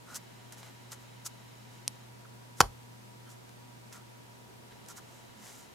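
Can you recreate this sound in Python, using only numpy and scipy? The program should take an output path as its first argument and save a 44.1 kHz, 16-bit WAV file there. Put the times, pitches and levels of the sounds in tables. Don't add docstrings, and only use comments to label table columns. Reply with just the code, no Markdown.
import sys
import numpy as np
from scipy import signal
from scipy.fft import rfft, irfft
from scipy.io import wavfile

SR = 44100
rng = np.random.default_rng(int(sys.argv[2]) if len(sys.argv) > 2 else 0)


def digitize_waveform(pressure):
    field = np.atleast_2d(pressure).T
    bounded = np.clip(field, -1, 1)
    quanta = np.round(bounded * 32767).astype(np.int16)
    wavfile.write(sys.argv[1], SR, quanta)


N = 253134

# pitch_hz, width_hz, level_db
FAN_TONES = [(208, 14.5, -65), (246, 11.4, -67), (360.6, 8.2, -72.5), (888, 20, -71.5), (957, 22, -72.5)]
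# frequency_hz, relative_db
AIR_SPECTRUM = [(12, -47), (20, -34), (65, -14.5), (91, -14.5), (123, -5), (142, -9), (168, -7),
                (222, -10.5), (293, -10.5), (802, -13.5), (949, -16), (1060, -16), (7730, -27.5),
                (13900, -32), (16000, -41)]
# frequency_hz, correlation
AIR_LIKENESS = [(40, 0.25), (130, -0.095), (290, -0.48), (640, -0.36), (1400, -0.37), (3100, -0.18),
                (7000, 0.16), (15000, 0.12)]
# peak_s, length_s, level_db
GRIP_SHIFTS = [(0.03, .55, -66), (4.83, .75, -61.5), (5.7, .4, -68)]
# frequency_hz, relative_db
GRIP_SPECTRUM = [(20, -28), (55, -7), (100, -2), (250, -11.5), (400, -0.5), (550, -6.5), (750, -4.5),
                 (1100, -21), (3000, -42)]
# start_s, stop_s, level_db
MOTOR_RUNS = [(0.02, 2.1, -63.5), (4.66, 7, -64.5)]
# pitch_hz, relative_db, t60_s
HOUSING_MODES = [(1010, -4.5, 0.006), (2100, 3.5, 0.0032), (3000, 2, 0.0051), (3870, -4, 0.012),
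                 (5170, -6.5, 0.0056), (6740, -10, 0.017)]
# peak_s, pitch_hz, length_s, level_db
SQUEAKS = [(0.123, 1460, .07, -58.5), (2.254, 1430, 0.0095, -60), (3.277, 1430, 0.022, -72),
           (3.280, 3160, .028, -65.5), (3.966, 1334, .055, -62.5), (4.908, 1400, 0.022, -59),
           (4.987, 1440, 0.02, -58)]
# peak_s, length_s, level_db, flatness (0 fingertip to 1 whole pad)
SLIPS = [(0.124, 0.068, -56, 0.45), (0.162, .019, -37.5, .16), (0.591, .03, -53.5, 0.59),
         (0.657, 0.066, -55.5, 0.82), (0.929, 0.022, -46.5, 0.44), (1.025, 0.042, -62.5, 0.76),
         (1.265, 0.015, -35.5, 0.074), (1.748, .08, -65.5, .1), (2.589, 0.025, -52.5, 0.25),
         (3.313, .036, -57, .1), (3.954, 0.046, -54.5, 0.57), (4.722, 0.012, -57, 1),
         (4.907, 0.029, -50, 0.19), (4.978, 0.021, -48.5, 0.31), (5.15, 0.15, -64, .22),
         (5.475, 0.097, -52.5, 0.62), (5.578, 0.11, -56.5, 0.33)]
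# start_s, t60_s, level_db, flatness
TAPS = [(0.523, .08, -43.5, .44), (0.6307, .016, -42.5, .98), (0.919, 0.065, -41, .6),
        (3.493, .014, -50, .85), (3.926, .07, -46.5, .55), (4.885, 0.073, -46.5, 0.26)]
# frequency_hz, relative_db
HISS_SPECTRUM = [(150, -30), (500, -14), (1300, -20), (2400, -16.5), (3200, -11), (4200, -7), (5900, 0.5),
                 (7300, 0.5), (8600, -3.5), (11800, -6.5), (15000, -14), (16000, -25)]
# frequency_hz, relative_db
RUB_SPECTRUM = [(150, -20), (400, -9), (750, 2), (1200, -1), (1950, 1), (2500, -5), (3150, -3.5),
                (4200, -3), (7000, -19), (16000, -39)]
# pitch_hz, relative_db, t60_s
HOLLOW_MODES = [(1210, -5, 0.011), (1370, -6, 0.027), (1570, -14, 0.0161)]
# start_s, force_db
NAIL_TICKS = [(0.1455, -17), (0.6312, -36), (1.8789, 2.5), (4.8625, -28.5), (5.4945, -31), (5.5280, -29)]
# pitch_hz, gain_db, t60_s
EDGE_MODES = [(910, -18, .004), (2680, -24, .003), (3250, -32, 0.0047), (4400, -29, 0.0031),
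              (5100, -26, 0.0037), (5900, -18, 0.0027), (6650, -24, .003), (8900, -17, 0.0025),
              (10100, -17.5, 0.0015)]
# start_s, force_db
KNUCKLES = [(2.6042, 0.5), (2.605, 1.5), (2.60655, 0.2), (2.6104, -1), (2.6131, -1.5)]
# pitch_hz, gain_db, t60_s
DECK_MODES = [(163, -24.3, 0.035), (310, -37, 0.07), (490, -30.5, 0.055), (816, -13, 0.017),
              (1070, 0.5, 0.011), (1320, -6, 0.011), (1500, -8.5, .012), (2220, -26, .009),
              (3050, -21, .012), (3694, -36, 0.0046), (4300, -23.5, 0.0078), (4660, -21.5, 0.0064),
              (5300, -20, 0.0034), (5900, -20, 0.0054), (6810, -20, 0.0074), (7230, -36, 0.0052),
              (8860, -29, .006), (9520, -22.5, 0.004), (11660, -16, 0.0016)]
# start_s, pitch_hz, force_db, t60_s
HAND_SWAY = [(2.607, 86, -34, 0.3), (2.63, 44, -30, 0.17)]
# low_hz, high_hz, gain_db, t60_s
ECHO_BANDS = [(100, 650, -13.5, 0.23), (600, 2000, -28.5, .18), (2020, 5300, -18.5, 0.16),
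              (7950, 16000, -16.5, 0.19)]


def from_db(db):
    return 10 ** (np.asarray(db) / 20)


def rms_one(x):
    return x / np.sqrt(np.mean(x ** 2) + 1e-20)


def by_bin(points):
    hz, value = np.transpose(points)
    return np.interp(np.log(np.fft.rfftfreq(N, 1 / SR) + 1), np.log(hz), value)


def coloured(x, spectrum):
    return rms_one(irfft(rfft(x) * from_db(by_bin(spectrum)), N))


def butter(x, hz, kind):
    return signal.sosfilt(signal.butter(2, hz, kind, fs=SR, output="sos"), x + 1e-18)


def stereo(mid, side, likeness):
    spread = np.sqrt(1 - likeness) * side * np.array([[1], [-1]])
    return (np.sqrt(1 + likeness) * mid + spread) / np.sqrt(2)


def clicks(times, levels_db):
    out = np.zeros(N)
    np.add.at(out, np.round(np.asarray(times) * SR).astype(int), from_db(levels_db))
    return out


def ring(force, modes):
    out = 0
    for hz, gain_db, t60 in modes:
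        radius, angle = np.exp(-np.log(1000) / (t60 * SR)), 2 * np.pi * hz / SR
        feedback = [1, -2 * radius * np.cos(angle), radius ** 2]
        out = out + from_db(gain_db) * signal.lfilter([0, np.sin(angle)], feedback, force + 1e-18)
    return out


def dying_noise(t60):
    t = np.arange(SR // 2) / SR
    burst = rng.standard_normal((2, len(t))) * np.exp(-np.log(1000) * t / t60)
    return burst / np.sqrt(np.sum(burst ** 2, axis=1, keepdims=True))


def convolve(x, response):
    return signal.fftconvolve(np.atleast_2d(x), response, axes=1)[:, :N]


def swell(peak_s, length_s):
    t = np.arange(N) / SR - peak_s
    return np.exp(-np.minimum((2 * t / length_s) ** 2, 50))


def swells(times, lengths, gains):
    return np.sqrt(sum(gain ** 2 * swell(s, length) for s, length, gain in zip(times, lengths, gains)))


def fade(start_s, t60):
    t = np.arange(N) / SR - start_s
    return (t >= 0) * from_db(-60 * np.clip(t / t60, 0, 2)) ** 2


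def micro_slips(per_s, spread_db, likeness):
    sizes = from_db(spread_db * np.minimum(rng.exponential(1, (2, N)), 4))
    signs = rng.choice([-1, 1], (2, N))
    released = rng.random((2, N)) < per_s / SR
    return stereo(*rms_one(sizes * signs * released), likeness)


def mains_hum(pitch_hz=120, mean_db=-58, whine_db=-69, peak_s=2.21, beat_s=7.7, beat_depth=0.91):
    t = np.arange(N) / SR
    phase = 2 * np.pi * pitch_hz * t
    beat = np.sqrt(1 + beat_depth * np.cos(2 * np.pi * (t - peak_s) / beat_s))
    waver_db = 0.5 * rms_one(butter(rng.standard_normal(N), hz=6.3, kind="low"))
    hum = from_db(mean_db + waver_db) * beat * np.sin(phase)
    return np.sqrt(2) * (hum + from_db(whine_db) * np.sin(8 * phase))


def fan():
    tones = 0
    for hz, width_hz, db in FAN_TONES:
        flow = stereo(*rng.standard_normal((2, N)), likeness=0.27)
        resonance = signal.iirpeak(hz, hz / width_hz, fs=SR)
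        tones = tones + from_db(db) * rms_one(signal.lfilter(*resonance, flow))
    return tones


def room_air(level_db=-54.5):
    noise_bins = stereo(*rfft(rng.standard_normal((2, N))), by_bin(AIR_LIKENESS))
    return from_db(level_db) * coloured(irfft(noise_bins, N), AIR_SPECTRUM)


def grip_rumble(rest_db=-73.5):
    peak_s, length_s, db = np.transpose(GRIP_SHIFTS)
    gain = np.hypot(from_db(rest_db), swells(peak_s, length_s, from_db(db)))
    return gain * coloured(micro_slips(per_s=600, spread_db=2.0, likeness=0.41), GRIP_SPECTRUM)


def motor_whirr(ramp_s=0.062):
    t = np.arange(N) / SR
    running = sum(from_db(db) * np.clip(np.minimum(t - start, stop - t) / ramp_s, 0, 1)
                  for start, stop, db in MOTOR_RUNS)
    steps = stereo(*rng.standard_normal((2, N)), likeness=0.65)
    return running * rms_one(ring(steps, HOUSING_MODES))


def finger_squeaks(waver_hz=120, waver_depth=0.031):
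    waver = 1 + waver_depth * rms_one(butter(rng.standard_normal(N), waver_hz, "low"))
    phase_per_hz = 2 * np.pi * np.cumsum(waver) / SR
    return sum(from_db(db) * np.sqrt(2 * swell(s, length)) * np.sin(hz * phase_per_hz)
               for s, hz, length, db in SQUEAKS)


def slips_and_taps(hollow_touch_db=-14.5, hollow_squeak_db=4, hollow_low_hz=700):
    touches = [(from_db(db) ** 2 * swell(s, length), flatness) for s, length, db, flatness in SLIPS]
    touches += [(from_db(db) ** 2 * fade(s, t60), flatness) for s, t60, db, flatness in TAPS]
    power = sum(touch for touch, _ in touches)
    rub_power = sum(touch * flatness ** 2 for touch, flatness in touches)
    squeak_s, _, squeak_length, squeak_db = np.transpose(SQUEAKS)
    squeak_gain = swells(squeak_s, squeak_length, from_db(squeak_db + hollow_squeak_db))
    hollow_gain = np.hypot(from_db(hollow_touch_db) * np.sqrt(power), squeak_gain)
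    hiss = coloured(micro_slips(per_s=16000, spread_db=4.5, likeness=0.78), HISS_SPECTRUM)
    hollow = ring(micro_slips(per_s=3600, spread_db=1.0, likeness=0.97), HOLLOW_MODES)
    hollow = rms_one(butter(hollow, hollow_low_hz, "high"))
    rub = coloured(micro_slips(per_s=1600, spread_db=2.0, likeness=0.96), RUB_SPECTRUM)
    return np.sqrt(power - rub_power) * hiss + hollow_gain * hollow + np.sqrt(rub_power) * rub


def room_echo(x, delay_s=0.008):
    tail = sum(from_db(db) * butter(dying_noise(t60), [low, high], "band")
               for low, high, db, t60 in ECHO_BANDS)
    return convolve(x, np.pad(tail, ((0, 0), (round(delay_s * SR), 0))))


def nail_ticks(bright_hz=(3600, 12000), push_hz=(450, 3600), push_db=-17, rustle_db=-15,
               right_lead_s=12e-6):
    catch = clicks(*np.transpose(NAIL_TICKS))
    flick = butter(catch, bright_hz, "band") - from_db(push_db) * butter(catch, push_hz, "band")
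    rustle = from_db(rustle_db) * convolve(flick, dying_noise(t60=0.023))
    left, right = ring(flick + rustle, EDGE_MODES)
    t = np.arange(N) / SR
    return np.array([left, np.interp(t + right_lead_s, t, right)])


def knuckle_knock(bone_hz=(3400, 11000), flesh_hz=1600, lowest_hz=140, clap_db=-0.5, slap_db=-10,
                  clap_t60_s=0.011, thud_db=-7.5, thud_lag_s=0.0016, thud_t60_s=0.04):
    start_s, crack_db = np.transpose(KNUCKLES)
    crack = butter(clicks(start_s, crack_db), bone_hz, "band")
    push_db = crack_db + thud_db - 60 * (start_s - start_s[0]) / thud_t60_s
    settling = swells(times=[2.633], lengths=[0.027], gains=[from_db(-52)])
    patter = settling * micro_slips(per_s=2300, spread_db=4.0, likeness=0.98)
    thud = butter(clicks(start_s + thud_lag_s, push_db) + patter, flesh_hz, "low")
    clap_power = sum(from_db(db) ** 2 * fade(s, clap_t60_s) for s, db in KNUCKLES)
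    clap_gain = np.sqrt(clap_power / fade(0, clap_t60_s).sum())
    clap = butter(clap_gain * stereo(*rng.standard_normal((2, N)), likeness=0.64), bone_hz, "band")
    body = ring(thud + crack + from_db(clap_db) * clap, DECK_MODES)
    return butter(body, lowest_hz, "high") + from_db(slap_db) * clap


def hand_sway(softness_hz=110, lowest_hz=32):
    bob = sum(ring(clicks([s], [db]), [(hz, 0, t60)]) for s, hz, db, t60 in HAND_SWAY)
    return butter(butter(bob, softness_hz, "low"), lowest_hz, "high")


def scene(skin_send_db=-4, nail_send_db=-12):
    knock, skin, nail = knuckle_knock(), slips_and_taps(), nail_ticks()
    echo = room_echo(knock + from_db(skin_send_db) * skin + from_db(nail_send_db) * nail)
    hands = knock + skin + nail + hand_sway() + grip_rumble()
    behind = motor_whirr() + mains_hum() + fan() + room_air()
    return hands + finger_squeaks() + echo + behind


def record(dry, full_scale=0.99, cutoff_hz=15900):
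    rounded = dry / (1 + (dry / full_scale) ** 6) ** (1 / 6)
    return signal.sosfilt(signal.ellip(10, .1, 80, cutoff_hz, fs=SR, output="sos"), rounded)


dry = scene()
out = record(dry)
digitize_waveform(out)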